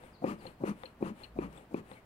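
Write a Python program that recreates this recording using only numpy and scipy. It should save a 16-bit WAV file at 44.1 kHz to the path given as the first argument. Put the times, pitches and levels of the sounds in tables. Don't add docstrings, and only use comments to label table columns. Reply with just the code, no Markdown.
import sys
import numpy as np
from scipy import signal
from scipy.fft import rfft, irfft
from scipy.io import wavfile

SR = 44100
rng = np.random.default_rng(int(sys.argv[2]) if len(sys.argv) > 2 else 0)


def unload_wav(signal):
    wavfile.write(
        sys.argv[1],
        SR,
        np.round(np.clip(np.atleast_2d(signal).T, -1, 1) * 32767).astype(np.int16),
    )


N = 90404

# (valve shuts
# [s], slap [dB], lift of the slap's two middle tones [dB], metal clink [dB], bounce delay [s], bounce [dB], can
# drone [dB], rush [dB], hiss [dB], puff length [s])
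PUMP_STROKES = [(0.2417, 1.5, 10.5, -5.5, .0073, -12, 0, -3, -1, 0.12),
                (0.6368, 1.5, 1.5, -12, 0.0052, -9, -1.5, -3, 0.5, 0.099),
                (1.0254, 1.5, -7.5, -5, 0.00486, -20, -2.5, -5.5, -3.5, 0.1),
                (1.3880, 0.5, -28, -1.5, 0.0052, -11, -3.5, -7.5, -7, 0.099),
                (1.7433, 0, 1, 0, 0.0047, -11, -4.5, -10, -7.5, 0.076)]
# (frequency [Hz], level [dB])
HISS_SPECTRUM = [(2500, -12), (4200, 10), (5200, 4), (6600, 6), (12000, 3), (13200, -10)]
# (frequency [Hz], level [dB])
LEATHER_SPECTRUM = [(50, -7.5), (200, 7.5), (850, -5.5), (1500, -16), (4000, -47)]


def undb(db):
    return 10 ** (np.asarray(db) / 20)


def unit(x):
    return x / np.sqrt(np.mean(x ** 2) + 1e-20)


def clock():
    return np.arange(N) / SR


def colour(x, points):
    hz, db = np.array(points, float).T
    freqs = np.arange(N // 2 + 1) * SR / N
    gain = undb(np.interp(np.log(freqs + 1), np.log(hz), db))
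    return irfft(rfft(x) * gain, N)


def cut(x, order, hz, keep):
    return signal.sosfilt(signal.butter(order, hz, keep, fs=SR, output="sos"), x)


def noise(points):
    return unit(colour(rng.standard_normal(N), points))


def burst(points, envelope):
    white = rng.standard_normal(N)
    return colour(white * envelope, points) / np.std(colour(white, points))


def sine(hz):
    return np.sqrt(2) * np.sin(2 * np.pi * np.cumsum(hz) / SR)


def blown(hz, width_hz):
    freqs = np.fft.fftfreq(N, 1 / SR)
    band = np.fft.ifft(np.fft.fft(rng.standard_normal(N)) / (1 + ((freqs - hz) / width_hz) ** 2))
    return unit(np.sqrt(np.abs(band)) * np.cos(np.angle(band)))


def swell(middle, width_s):
    return np.exp(-.5 * ((clock() - middle) / width_s) ** 2)


def rise(start, rise_s):
    return 1 - np.exp(-np.maximum(clock() - start, 0) / rise_s)


def fade(start, fade_s):
    age = clock() - start
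    return (age >= 0) * np.exp(-np.log(1000) * np.maximum(age, 0) / fade_s)


def ring(start, modes, pitch=1):
    age = np.maximum(clock() - start, 0)
    return sum(undb(db) * fade(start, fade_s) * np.sin(2 * np.pi * hz * pitch * age)
               for hz, db, fade_s in modes)


def echo(x, fade_s):
    tail = rng.standard_normal((2, N)) * fade(0, fade_s)
    return signal.fftconvolve(x[None], tail / np.sqrt(np.sum(tail[0] ** 2)), axes=1)[:, :N]


def garden():
    # (frequency [Hz], level [dB])
    air_spectrum = [(25, -9), (160, -1), (300, -6), (900, -10), (2800, -22.5), (5500, -41), (15500, -35.5)]
    # (frequency [Hz], level [dB])
    faint_spectrum = [(1500, -10), (4500, -1.5), (15500, -25.5)]
    split_hz, hum_hz = 990, 55.6
    bass = cut(noise(air_spectrum), 1, split_hz, "low")
    treble = cut([noise(air_spectrum), noise(air_spectrum)], 1, split_hz, "high")
    hum = (undb(-69) + undb(-52.5) * swell(1.41, width_s=0.069)) * sine(np.full(N, hum_hz))
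    left_hiss = undb(-78) * noise(faint_spectrum) * np.array([[1], [0]])
    return undb(-59.5) * (bass + treble) + hum + left_hiss


def bird():
    # (middle [s], level [dB])
    chirps = [(0.149, -61), (0.407, -62.5)]
    middle_hz, octaves_per_s, right_db = 4400, -11, -15
    out = 0
    for t, db in chirps:
        hz = middle_hz * 2 ** np.clip(octaves_per_s * (clock() - t), -1, 1)
        out += undb(db) * swell(t, width_s=.012) * np.sin(2 * np.pi * np.cumsum(hz) / SR)
    return (out + undb(2) * echo(out, fade_s=0.6)) * undb([[0], [right_db]])


def metal_clicks():
    # (time [s], level [dB])
    clicks = [(1.528, -58.5), (1.7377, -55.5)]
    # (frequency [Hz], level [dB])
    click_spectrum = [(2500, -12), (5500, -4), (15500, -17)]
    return burst(click_spectrum, sum(undb(db) * fade(t, fade_s=0.021) for t, db in clicks))


def whistles_and_creak():
    # (middle [s], pitch [Hz], glide [Hz/s], level [dB])
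    whistles = [(.055, 8450, 3000, -66), (.296, 1200, 4500, -46), (.286, 5000, 0, -61),
                (.685, 2450, 2000, -55), (.683, 5950, 0, -62), (.683, 9100, 0, -61), (1.07, 9350, 0, -66),
                (1.578, 8050, 0, -66), (1.912, 8750, 0, -66), (1.975, 2180, -2500, -59)]
    out = 0
    for t, hz, glide, db in whistles:
        pitch = hz + glide * (clock() - t)
        spread_hz = 0.054 * hz
        waver = noise([(spread_hz, 0), (4 * spread_hz, -40)])
        out += undb(db) * swell(t, width_s=0.016) * waver * sine(pitch)
    return out


def air_intake():
    # (middle [s], half length [s], hiss [dB], rustle [dB])
    refills = [(0.051, 0.056, 5.5, -6), (.455, 0.05, 9.5, 17), (0.832, 0.056, 6.5, -1),
               (1.219, 0.042, 9, 2), (1.568, 0.051, 7, 13.5), (1.923, 0.048, 7, 5)]
    # (frequency [Hz], level [dB])
    suck_spectrum = [(700, 14.5), (1600, 9.5), (2800, 5.5), (6000, -12.5), (8400, -2.5), (10800, -5),
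                     (13000, -14)]
    suck = undb(-61) * noise(suck_spectrum)
    leather = undb(-68.5) * noise(LEATHER_SPECTRUM)
    return sum(swell(t, width_s) * (undb(hiss_db) * suck + undb(rustle_db) * leather)
               for t, width_s, hiss_db, rustle_db in refills)


def opening_knocks():
    # (time [s], knock [dB], tick [dB])
    openings = [(0.0368, -0.5, -4.5), (0.4539, 6.5, -1), (0.835, 7.5, 10), (1.217, -10, -12),
                (1.5770, -3.5, -22), (1.9149, 4.5, 3)]
    # (pitch [Hz], level [dB], fade time [s])
    wood_modes = [(524, -2, 0.079), (820, 5.5, 0.017)]
    # (pitch [Hz], level [dB], fade time [s])
    hinge_modes = [(1095, 4.5, 0.0065), (1930, -3, 0.0087), (3580, -1, 0.0047)]
    rattle_level = sum(undb(db - 53) * fade(t, fade_s=0.063) for t, db, _ in openings)
    out = burst(LEATHER_SPECTRUM, rattle_level)
    for t, knock_db, tick_db in openings:
        knock = undb(knock_db - 43.5) * ring(t, wood_modes)
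        tick = undb(tick_db - 36.5) * ring(t, hinge_modes)
        out += rise(t, rise_s=0.00061) * (knock + tick)
    return out


def spring_squeaks():
    # (time [s], level [dB], pitch [ratio])
    squeaks = [(.4665, -5.5, 0.979), (.856, -4.5, 0.98), (1.235, -5, 0.98), (1.242, -5.5, 0.99),
               (1.575, -16.5, .81), (1.934, -19, 0.95)]
    # (pitch [Hz], level [dB], fade time [s])
    spring_modes = [(4334, 2, 0.024), (4212, -1.5, 0.022)]
    rasp = undb(-12.5) * blown(hz=2780, width_hz=460)
    out = 0
    for t, db, pitch in squeaks:
        squeak = ring(t, spring_modes, pitch) + rasp * fade(t, fade_s=0.057)
        out += undb(db - 28.5) * rise(t, rise_s=0.0022) * squeak
    return out


def leather_folds():
    # (time [s], level [dB])
    folds = [(0.217, 2), (0.602, 0), (1.005, 2.5), (1.357, -1.5), (1.707, -5.5)]
    # (frequency [Hz], level [dB])
    fold_spectrum = [(50, -67), (130, 4.5), (230, 13), (400, -3), (700, 1.5), (3000, -41.5)]
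    fold_s = 0.021
    fold_level = sum(undb(db - 38.5) * rise(t, rise_s=0.0027) * swell(t + fold_s, fold_s)
                     for t, db in folds)
    leak_level = undb(-72) * sum(swell(t + .018, width_s=.022) for t, _ in folds)
    return burst(fold_spectrum, fold_level) + leak_level * noise(HISS_SPECTRUM)


def can_tones():
    # (loudest at [s], pitch then [Hz], level [dB])
    tones = [(.317, 236, -40.5), (.714, 213.3, -31.5), (1.117, 206.8, -40.5), (1.462, 208.7, -42.5)]
    # (frequency [Hz], level [dB])
    wobble = [(30, -3), (200, -66)]
    climb_hz_per_s, wander_hz, swell_s, stop_s = 550, 8.14, 0.019, 0.0073
    out = 0
    for t, hz, db in tones:
        pitch = hz + climb_hz_per_s * (clock() - t) + wander_hz * noise(wobble)
        width_s = np.where(clock() < t, swell_s, stop_s)
        level = undb(db + noise(wobble))
        out += level * swell(t, width_s) * sine(pitch)
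    return out


def puffs():
    # (pitch [Hz], width [Hz], level [dB])
    hollows = [(194, 29.3, 5.5), (303, 112, 0.5), (573, 9.1, -9)]
    # (frequency [Hz], level [dB])
    rush_spectrum = [(100, -34), (300, 6.5), (480, -5), (633, -11), (1200, -4.5), (1550, -13.5),
                     (2700, -16.5), (5000, -45)]
    drone = undb(-38.5) * unit(sum(undb(db) * blown(hz, width) for hz, width, db in hollows))
    rush = undb(-33) * noise(rush_spectrum)
    hiss = undb(-56) * noise(HISS_SPECTRUM)
    out = 0
    for t, *_, drone_db, rush_db, hiss_db, length in PUMP_STROKES:
        air = undb(drone_db) * drone * swell(t + 0.37 * length, 0.47 * length)
        air += undb(rush_db) * rush * swell(t + 0.4 * length, 0.29 * length)
        out += rise(t, rise_s=0.012) * air
        out += undb(hiss_db) * hiss * swell(t + 0.49 * length, 0.24 * length)
    return out


def flap_hit(start, woody_db):
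    # (pitch [Hz], level [dB], fade time [s])
    board_modes = [(210, -11, 0.011), (330, 6.5, 0.016), (510.5, -9.5, 0.027), (733, -11.5, 0.019),
                   (1023, -13.5, 0.02)]
    modes = [(hz, db + woody_db * is_woody, fade_s)
             for (hz, db, fade_s), is_woody in zip(board_modes, (0, 0, 1, 1, 0))]
    hit = -rise(start, rise_s=0.002) * ring(start, modes)
    return cut(hit, order=2, hz=130, keep="high")


def valve_slaps():
    # (pitch [Hz], level [dB], fade time [s])
    metal_modes = [(2393, -0.5, 0.019), (2529, -12, 0.056), (3800, 0, 0.0027)]
    out = 0
    for t, slap_db, woody_db, clink_db, bounce_s, bounce_db, *_ in PUMP_STROKES:
        bounce = undb(bounce_db) * flap_hit(t + bounce_s, woody_db)
        out += undb(slap_db - 13.5) * (flap_hit(t, woody_db) + bounce)
        out += undb(clink_db - 34) * rise(t, rise_s=0.00072) * ring(t, metal_modes)
    return out


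def scene():
    # (frequency [Hz], level [dB])
    shadow = [(200, -1.9), (1100, -5.5), (2400, -14.5), (7000, -32)]
    right_delay_s = 0.00031
    squeezing = puffs() + leather_folds() + valve_slaps() + can_tones()
    opening = air_intake() + opening_knocks() + spring_squeaks()
    smoker = squeezing + opening + whistles_and_creak() + metal_clicks()
    right = np.interp(clock() - right_delay_s, clock(), colour(smoker, shadow))
    return np.array([smoker, right]) + undb(-18) * echo(smoker, fade_s=.2) + bird() + garden()


def record(dry):
    top_hz = 15750
    return signal.sosfilt(signal.ellip(10, .2, 70, top_hz, fs=SR, output="sos"), dry)


dry = scene()
out = record(dry)
unload_wav(out)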